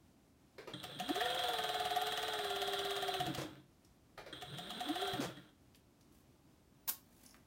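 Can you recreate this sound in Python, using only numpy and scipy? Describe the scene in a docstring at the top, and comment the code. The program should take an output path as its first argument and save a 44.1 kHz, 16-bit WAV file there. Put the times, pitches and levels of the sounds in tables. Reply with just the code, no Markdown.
"""Overlocker, two bursts.

In a small quiet room the pedal clunks and the clutch grabs a ringing pulley. The drive whines with
shaft speed, the linkage clatters, the table shakes and the knife snaps once a stitch until the brake
scrapes the machine to rest. Then a tossed pin skitters in a dish of pins and hands slide the fabric away."""
import sys
import numpy as np
from scipy import signal
from scipy.fft import rfft, irfft, next_fast_len
from scipy.io import wavfile
from scipy.ndimage import uniform_filter1d, map_coordinates

SR = 44100
rng = np.random.default_rng(int(sys.argv[2]) if len(sys.argv) > 2 else 0)


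def dump(signal):
    """Clip the signal to [-1, 1] and save it as 16-bit WAV at the path in sys.argv[1]."""
    limited = np.clip(np.atleast_2d(signal).T, -1, 1)
    pcm = np.round(limited * 32767).astype(np.int16)
    wavfile.write(sys.argv[1], SR, pcm)


N = 328986
TIME_S = np.arange(N) / SR

# Table levels are relative; each source adds its own mix gains.
# shaft speed, one stitch a turn: time_s, turns_per_s
LONG_RUN = [(0.736, 3.69), (0.97, 6.91), (1.12, 15.08), (1.22, 21.26), (1.37, 22.72), (1.56, 19.19),
            (1.85, 18.34), (2.27, 18.97), (2.49, 17.31), (2.98, 17.33), (3.23, 16.21), (3.37, 8.34),
            (3.6, 1.0)]
SHORT_RUN = [(4.327, 4.61), (4.44, 5.16), (4.79, 10.54), (5.01, 17.35), (5.14, 16.52), (5.23, 8.7),
             (5.3, 5.0), (5.5, 1.0)]
# sewing bursts: speed_curve, clutch_release_s, snap_db
BURSTS = [(LONG_RUN, 3.24, -33.3), (SHORT_RUN, 5.14, -37)]
# knife bite into the cloth: time_s, level_db
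BITE_CURVE = [(0.84, -46), (1.0, -35), (1.2, -34), (1.38, -34), (1.98, -31.5), (2.17, -39), (2.65, -33.5),
              (2.76, -39.5), (3.2, -32), (3.35, -47), (4.42, -45.5), (4.7, -44.5), (4.93, -34.5),
              (5.13, -34)]
# hard cuts through folds: time_s, extra_bite_db
FOLDS = [(1.207, 6), (1.96, 2.5), (3.2, 3.5), (4.805, 4.5)]
# whine partials: pitch_ratio
WHINE_RATIOS = [1, 2, 3, 3.5, 4]
# drive tone radiation from machine and table: pitch_hz, level_db
RADIATION = [(90, -72), (165, -53.5), (200, -54), (262, -61.5), (305, -39.5), (345, -55.5), (400, -45),
             (435, -51), (515, -47), (600, -57), (790, -58), (855, -51.5), (1030, -58), (1250, -57),
             (1560, -57.5), (2100, -69)]

# impacts: start_s, level_db
HEM_CLACKS = [(1.205, -36), (1.254, -44)]
CLUTCH_GRABS = [(0.735, -44.5), (4.326, -46), (5.37, -54)]
BRAKE_JOLTS = [(3.196, -35), (3.265, -31), (3.381, -32.5), (3.497, -46), (3.549, -66), (5.135, -31),
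               (5.269, -39)]
PEDAL_CLUNKS = [(0.58, -41.5), (0.672, -39.5), (4.175, -40.5), (4.26, -43.5)]
METAL_RATTLES = [(7.262, -53), (7.289, -62), (7.308, -60)]
# brake bites: start_s, level_db, hold_s, t60_s
BRAKES = [(3.375, -40.5, 0.044, 0.18), (5.204, -38, 0.041, 0.15)]
# fingers on table and machine: start_s, level_db, pitch_hz
FINGER_TICKS = [(3.848, -65, 5300), (5.747, -62, 2850), (5.756, -65.5, 9900), (6.01, -67.5, 4850),
                (7.343, -58.5, 1200)]
# hands over fabric: centre_s, half_length_s, level_db
FABRIC_SLIDES = [(6.167, 0.061, -73), (7.19, 0.15, -71), (7.29, 0.063, -71.5)]

# resonances: pitch_hz, width_hz, level_db
HOLDER_MODES = [(596, 22, 9.5), (1220, 103, 1.5), (1840, 63, 5), (2980, 460, -4.5)]
PLATE_MODES = [(724.3, 11.3, -1), (850, 17, -15.5), (644, 18, 0)]
CASTING_MODES = [(584, 38, 5), (614, 7.9, 12.5), (1268, 410, 2.5), (1385, 47, 15), (1537, 65, 4.5),
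                 (1895, 145, 8), (2770, 220, -5)]
PULLEY_MODES = [(3234, 85, 4.5), (3444, 122, 2), (3672, 50, 2), (3845, 100, -1.5), (4038, 65, -0.5),
                (8740, 360, -15)]
TABLE_MODES = [(134, 8.1, -0.5), (184.7, 9.2, -6.5), (305.7, 19.6, -3)]
DISH_MODES = [(1000, 180, -3.5), (1610, 88, -3), (5460, 400, -5.5)]
RATTLE_MODES = [(5370, 610, 2), (6700, 700, -5), (10000, 700, -2)]

# noise spectra: frequency_hz, density_db
SNAP_SPECTRUM = [(200, 8.5), (700, 0), (1900, -6), (2400, 4.5), (3100, 15.5), (5000, 5.5), (8000, 3.5),
                 (11000, -1), (15800, 0.5)]
CLATTER_SPECTRUM = [(120, -87), (300, 4), (850, 3), (1020, -7), (1900, 4.5), (2350, -5.5), (3000, -1.5),
                    (4500, -10), (7000, -22), (9000, -14.5), (10300, -37), (11500, -20.5), (15800, -14.5)]
RUMBLE_SPECTRUM = [(25, -40), (48, -4.5), (100, -1.5), (200, -5.5), (310, -14), (420, 4), (900, -83)]
SCRAPE_SPECTRUM = [(70, -43), (145, 3), (220, -30), (310, 4.5), (600, 7.5), (850, -1), (1450, -3.5),
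                   (3000, -10.5), (5400, -11.5), (15800, -25)]
CLUNK_SPECTRUM = [(90, -9), (200, -8), (350, -2.5), (560, 1), (750, -8.5), (2300, -8.5), (2800, -16.5),
                  (4200, -13), (7200, -30), (15000, -32.5)]
PIN_SPECTRUM = [(120, -40), (220, -14), (700, -18), (1050, -16), (2500, -14.5), (3200, -12.5), (5500, -9.5),
                (10000, -9), (14000, 0.5), (15800, -3.5)]
AIR_SPECTRUM = [(15, -40), (25, -14.5), (64, -5.5), (157, -8.5), (194, -9.5), (276, -6.5), (316, -10),
                (461, -20), (672, -19.5), (1730, -30), (5520, -33.5), (15800, -40)]
# room decay: frequency_hz, t60_s
ROOM_DECAY = [(150, 0.36), (1000, 0.29), (5000, 0.27), (15000, 0.2)]


def knife(strokes, plate_drift=0.012):
    """Each stroke rubs in, snaps, rings the holder, squeaks and swings the cloth plate."""
    snaps, knocks, shears, squeaks, pushes = np.zeros((5, N))
    push_s = np.arange(round(0.02 * SR)) / SR
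    swell = np.sin(np.pi * push_s / push_s[-1]) ** 0.88  # the plate builds up over several cycles
    scatter = rng.standard_normal((len(strokes), 2))
    for (s, snap_db, bite_db), (cut_scatter, knock_scatter) in zip(strokes, scatter):
        rub = 0.2 * fade(s - .008, 0.063)
        snaps += amp(snap_db) * (rub + 0.83 * fade(s + 0.0012, 0.0085) + 0.4 * fade(s + 0.0033, 0.031))
        onset = round((s + .001) * SR)
        knocks[onset] = amp((snap_db + bite_db) / 2 + 2 * knock_scatter)
        squeaks += amp(bite_db + 1.9 * cut_scatter) * fade(s + .0065, 0.0079, hold_s=0.0018)
        shears += amp(bite_db) * fade(s, 0.03, hold_s=0.012)  # the cloth loads the holder
        plate_hz = PLATE_MODES[0][0] * (1 + plate_drift * cut_scatter)
        swing = swell * np.sin(2 * np.pi * plate_hz * push_s + 1.1 * knock_scatter)
        pushes[onset:][:len(push_s)] += amp(bite_db) * swing
    cut = amp(-4) * coloured(snaps * white(), SNAP_SPECTRUM)
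    cut += amp(-20.5) * ringing(squeaks * white(), [(11540, 790, 0)])
    holder = ringing(amp(-4) * snaps * white() + amp(5) * knocks, HOLDER_MODES)
    holder += amp(-19.5) * ringing(shears * white(), HOLDER_MODES[1:])
    plate = amp(-24.5) * ringing(pushes, PLATE_MODES) + amp(-4) * pushes
    return room(cut + holder, wet_db=-5.5) + plate


def knife_strokes(first_cut_turn=.45, scatter_db=1.0):
    """One stroke a turn until the brake bites: start_s, snap_db, bite_db."""
    strokes = []
    for (run, _, snap_db), (brake_s, *_) in zip(BURSTS, BRAKES):
        turns = np.cumsum(shaft_speed(run)) / SR
        last_turn = np.interp(brake_s, TIME_S, turns)
        for s in np.interp(np.arange(first_cut_turn, last_turn), turns, TIME_S):
            fold_db = sum(db for fold_s, db in FOLDS if abs(s - fold_s) < .02)
            bite_db = np.interp(s, *np.transpose(BITE_CURVE)) + fold_db
            strokes.append((s, snap_db + scatter_db * rng.normal(), bite_db + scatter_db * rng.normal()))
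    return strokes


def hem_clacks():
    """A thick hem jars the knife holder, ringing one bright mode."""
    jars = sum(amp(db) * fade(s, 0.029, hold_s=0.013) for s, db in HEM_CLACKS)
    return room(amp(-1) * ringing(jars * white(), HOLDER_MODES[2:3]), wet_db=-10)


def shaft_speed(run):
    """Turns per second through one burst, zero outside it."""
    return np.interp(TIME_S, *np.transpose(run), left=0, right=0)


def drive_whine(turns, cycles_per_turn=23, lag_s=.022):
    """Drive tones swell as they sweep through resonances; gruff when slow or strained."""
    turns = np.interp(TIME_S - lag_s, TIME_S, turns)  # resonances trail the shaft
    shaft_hz = uniform_filter1d(np.gradient(turns) * SR, size=2600).clip(0)  # handwheel inertia
    strain = np.clip(np.abs(np.gradient(shaft_hz)) * SR / 70, 0, 1)
    engaged = np.clip(shaft_hz - 4, 0, 1)  # silent at a crawl
    judder = np.clip(.7 * strain + (17 - shaft_hz) / 12, 0, 1)
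    tones = np.zeros(N)
    for ratio in WHINE_RATIOS:
        flutter_db = 1.4 * np.sqrt(ratio) * wobble(28) + 4.5 * judder * wobble(70)
        slip_rad = ratio * .15 * wobble(45) + .85 * np.sqrt(ratio) * judder * wobble(90)
        overtone_db = 0 if ratio == 1 else -4.5 - 18.5 * judder
        radiated_db = log_interp(RADIATION, ratio * cycles_per_turn * shaft_hz)
        phase_rad = 2 * np.pi * ratio * cycles_per_turn * turns + slip_rad
        tones += amp(radiated_db + overtone_db + flutter_db) * np.sin(phase_rad)
    return engaged * amp(3.5 + 1.8 * strain) * tones


def linkage(turns, gain, strokes):
    """Loopers, needle bar and feed rattle in the casting, hardest around each knife stroke."""
    load = 1 + .5 * sum(fade(s - .006, 0.04, hold_s=0.014) for s, _, _ in strokes)
    force = gain * load * shaft_contacts(turns, rolling=0.57, per_turn=90)
    clatter = amp(-4.5) * coloured(force, CLATTER_SPECTRUM)
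    return room(clatter + amp(-7.5) * ringing(force, CASTING_MODES), wet_db=-2)


def pulley(turns, gain):
    """The pulley rings as it turns; clutch knocks ring it along with the casting and table."""
    running = amp(-1.5) * gain * shaft_contacts(turns, rolling=1.28, per_turn=45)
    grabs = sum(amp(db) * fade(s, 0.07) for s, db in CLUTCH_GRABS) * white()
    knock = amp(-2.5) * ringing(grabs, CASTING_MODES) + amp(2.5) * ringing(grabs, TABLE_MODES)
    return room(ringing(running + grabs, PULLEY_MODES) + knock, wet_db=-6.5)


def shaft_contacts(turns, rolling, per_turn, scatter_db=2.5):
    """Small impacts at the same shaft angles each turn, over rolling noise."""
    angles, sizes = rng.random(per_turn), rng.standard_normal(per_turn)
    onsets = np.interp(np.arange(int(turns[-1]) + 1)[:, None] + angles, turns, np.arange(N))
    blows = sizes * amp(scatter_db * rng.standard_normal(onsets.shape)) * (onsets < N - 1)
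    train = np.bincount(onsets.astype(int).ravel(), blows.ravel(), N)
    train /= np.sqrt(np.gradient(turns) * SR + 1)  # evens out power over speed
    return unit_rms(unit_rms(train) + rolling * white())


def freewheel(step_db=-4, fall_db_per_s=17):
    """Pulley level change in dB as the machine runs out with the clutch open."""
    drop_db = np.zeros(N)
    for run, release_s, _ in BURSTS:
        coasting = (TIME_S > release_s) * (TIME_S <= run[-1][0])
        drop_db += coasting * (step_db - fall_db_per_s * (TIME_S - release_s))
    return uniform_filter1d(drop_db, size=2000)


def sewing_table(gain):
    """The table rumbles under the running machine and thumps when the brake jolts it."""
    thumps = np.zeros(N)
    for s, db in BRAKE_JOLTS:
        swing = np.sin(2 * np.pi * TABLE_MODES[0][0] * (TIME_S - s))
        thumps += amp(db) * fade(s, 0.083, hold_s=0.0047) * swing
    shake = amp(-13) * coloured(white(), RUMBLE_SPECTRUM) + amp(-20.5) * ringing(white(), TABLE_MODES)
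    settling = sum(amp(db) * fade(s, 0.42) for s, db in BRAKE_JOLTS)
    return amp(-8.5) * thumps + gain * shake + amp(-11) * ringing(settling * white(), TABLE_MODES)


def brake():
    """The brake bites with a gritty scrape."""
    pressure = sum(amp(db) * fade(s, t60_s, hold_s) for s, db, hold_s, t60_s in BRAKES)
    grit = unit_rms(white() * amp(1.5 * wobble(350)))
    return room(amp(-2.5) * coloured(pressure * grit, SCRAPE_SPECTRUM), wet_db=-8)


def pedal():
    """Pedal and rod knock and rattle before each burst."""
    blows = sum(amp(db) * (fade(s + 0.0036, 0.012) + 0.23 * fade(s + 0.0015, 0.21))
                for s, db in PEDAL_CLUNKS)
    padded = uniform_filter1d(blows, size=200)
    return room(amp(-2) * coloured(padded * white(), CLUNK_SPECTRUM), wet_db=3)


def tossed_pin(start_s=6.876, gap_s=0.0036, touches=7, graze_db=-11):
    """A pin grazes the others, skitters over them and rings the dish."""
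    hits = np.zeros(N)
    for k, (scatter_db, jitter) in enumerate(rng.standard_normal((touches, 2))):
        s = start_s + gap_s * (k + 0.12 * jitter)
        hits += amp(-28 + scatter_db + graze_db * (k == 0)) * (fade(s, 0.0055) + 0.15 * fade(s, 0.098))
    pins = amp(-1) * coloured(hits * white(), PIN_SPECTRUM)
    dish = amp(-17) * ringing(hits * white(), DISH_MODES)
    return room(pins + dish, wet_db=-8)


def metal_rattle():
    """Small metal parts jingle as the fabric is drawn away."""
    hits = sum(amp(db) * fade(s, 0.045) for s, db in METAL_RATTLES)
    return room(ringing(hits * white(), RATTLE_MODES), wet_db=-7)


def hands():
    """Fingers tick on hard surfaces and brush the fabric along in small catches."""
    ticks = sum(ringing(amp(db) * fade(s, 0.043) * white(), [(hz, 0.65 * hz, 0)])
                for s, db, hz in FINGER_TICKS)
    slides = sum(amp(db) * np.exp(-((TIME_S - s) / half_s) ** 2) for s, half_s, db in FABRIC_SLIDES)
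    catches = unit_rms(white() * amp(4 * wobble(160)))
    cloth = coloured(slides * catches, [(200, 10.5), (1500, -0.5), (4000, -1.5), (14000, 0.5)])
    return room(amp(2) * ticks + cloth, wet_db=-3.5)


def room_air():
    """Faint low noise, slightly wavering."""
    return amp(-67 + 0.69 * wobble(18)) * coloured(white(), AIR_SPECTRUM)


def room(x, wet_db):
    """x plus a room tail whose treble dies first."""
    hz, time_s, noise = signal.stft(rng.standard_normal(SR // 2), SR, nperseg=256)
    decay = amp(-60 * time_s / log_interp(ROOM_DECAY, hz)[:, None])
    tail = signal.istft(noise * decay, SR, nperseg=256)[1]
    tail = np.pad(tail / np.linalg.norm(tail), (SR // 250, 0))  # 4 ms pre-delay
    return x + amp(wet_db) * signal.fftconvolve(x, tail)[:N]


def ringing(x, modes):
    """x through causal resonances of alternating sign."""
    return filtered(x, lambda hz: sum(
        (-1) ** k * amp(db) * 1j * hz * width_hz / (pitch_hz ** 2 - hz ** 2 + 1j * hz * width_hz)
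        for k, (pitch_hz, width_hz, db) in enumerate(modes)))


def coloured(x, spectrum):
    """x with a broad spectral shape."""
    return filtered(x, lambda hz: amp(log_interp(spectrum, hz)))


def filtered(x, response):
    """x through a frequency response scaled to unit mean power."""
    size = next_fast_len(N + SR // 2)
    gain = response(np.fft.rfftfreq(size, 1 / SR))
    return irfft(rfft(x, size) * gain / np.sqrt(np.mean(np.abs(gain) ** 2)), size)[:N]


def fade(start_s, t60_s, hold_s=0):
    """Envelope: jump, hold, decay; 0.5 s at most."""
    envelope = np.zeros(N)
    span = envelope[round(start_s * SR):][:SR // 2]
    span[:] = amp(-60 * np.maximum(np.arange(len(span)) / SR - hold_s, 0) / t60_s)
    return envelope


def wobble(rate_hz):
    """Smooth random curve."""
    return map_coordinates(rng.standard_normal(int(N * rate_hz / SR) + 4), [TIME_S * rate_hz])


def white():
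    """Fresh white noise."""
    return rng.standard_normal(N)


def log_interp(points, hz):
    """Points read on a log frequency axis."""
    knots_hz, values = np.transpose(points)
    return np.interp(np.log(hz + 1), np.log(knots_hz + 1), values)


def unit_rms(x):
    """x at rms 1."""
    return x / np.sqrt(np.mean(x ** 2) + 1e-20)


def amp(db):
    """Decibels to gain."""
    return 10 ** (np.asarray(db) / 20)


def scene(cruise_turns_per_s=18):
    """Shaft speed drives the machine and its table; handling noises and room air around it. Mono."""
    turns_per_s = sum(shaft_speed(run) for run, _, _ in BURSTS)
    turns = np.cumsum(turns_per_s) / SR
    pace = turns_per_s / cruise_turns_per_s
    strokes, runout_db = knife_strokes(), freewheel()
    machine = amp(0.46 * runout_db) * drive_whine(turns)
    machine += linkage(turns, amp(-50.5) * pace, strokes)
    machine += pulley(turns, amp(-47 + runout_db) * pace ** 0.87)
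    machine += knife(strokes) + hem_clacks()
    machine += sewing_table(amp(-49.5) * pace ** 0.99)
    return (machine + pedal() + brake() + tossed_pin() + metal_rattle() + hands() + room_air())[None]


def record(dry, low_cut_hz=40., top_hz=15830):
    """Fourth-order low cut and a hard treble limit."""
    hz = np.fft.rfftfreq(N, 1 / SR)
    low_cut = hz ** 4 / np.sqrt(hz ** 8 + low_cut_hz ** 8)
    return irfft(rfft(dry) * low_cut * (hz < top_hz), N)


dry = scene()
out = record(dry)
dump(out)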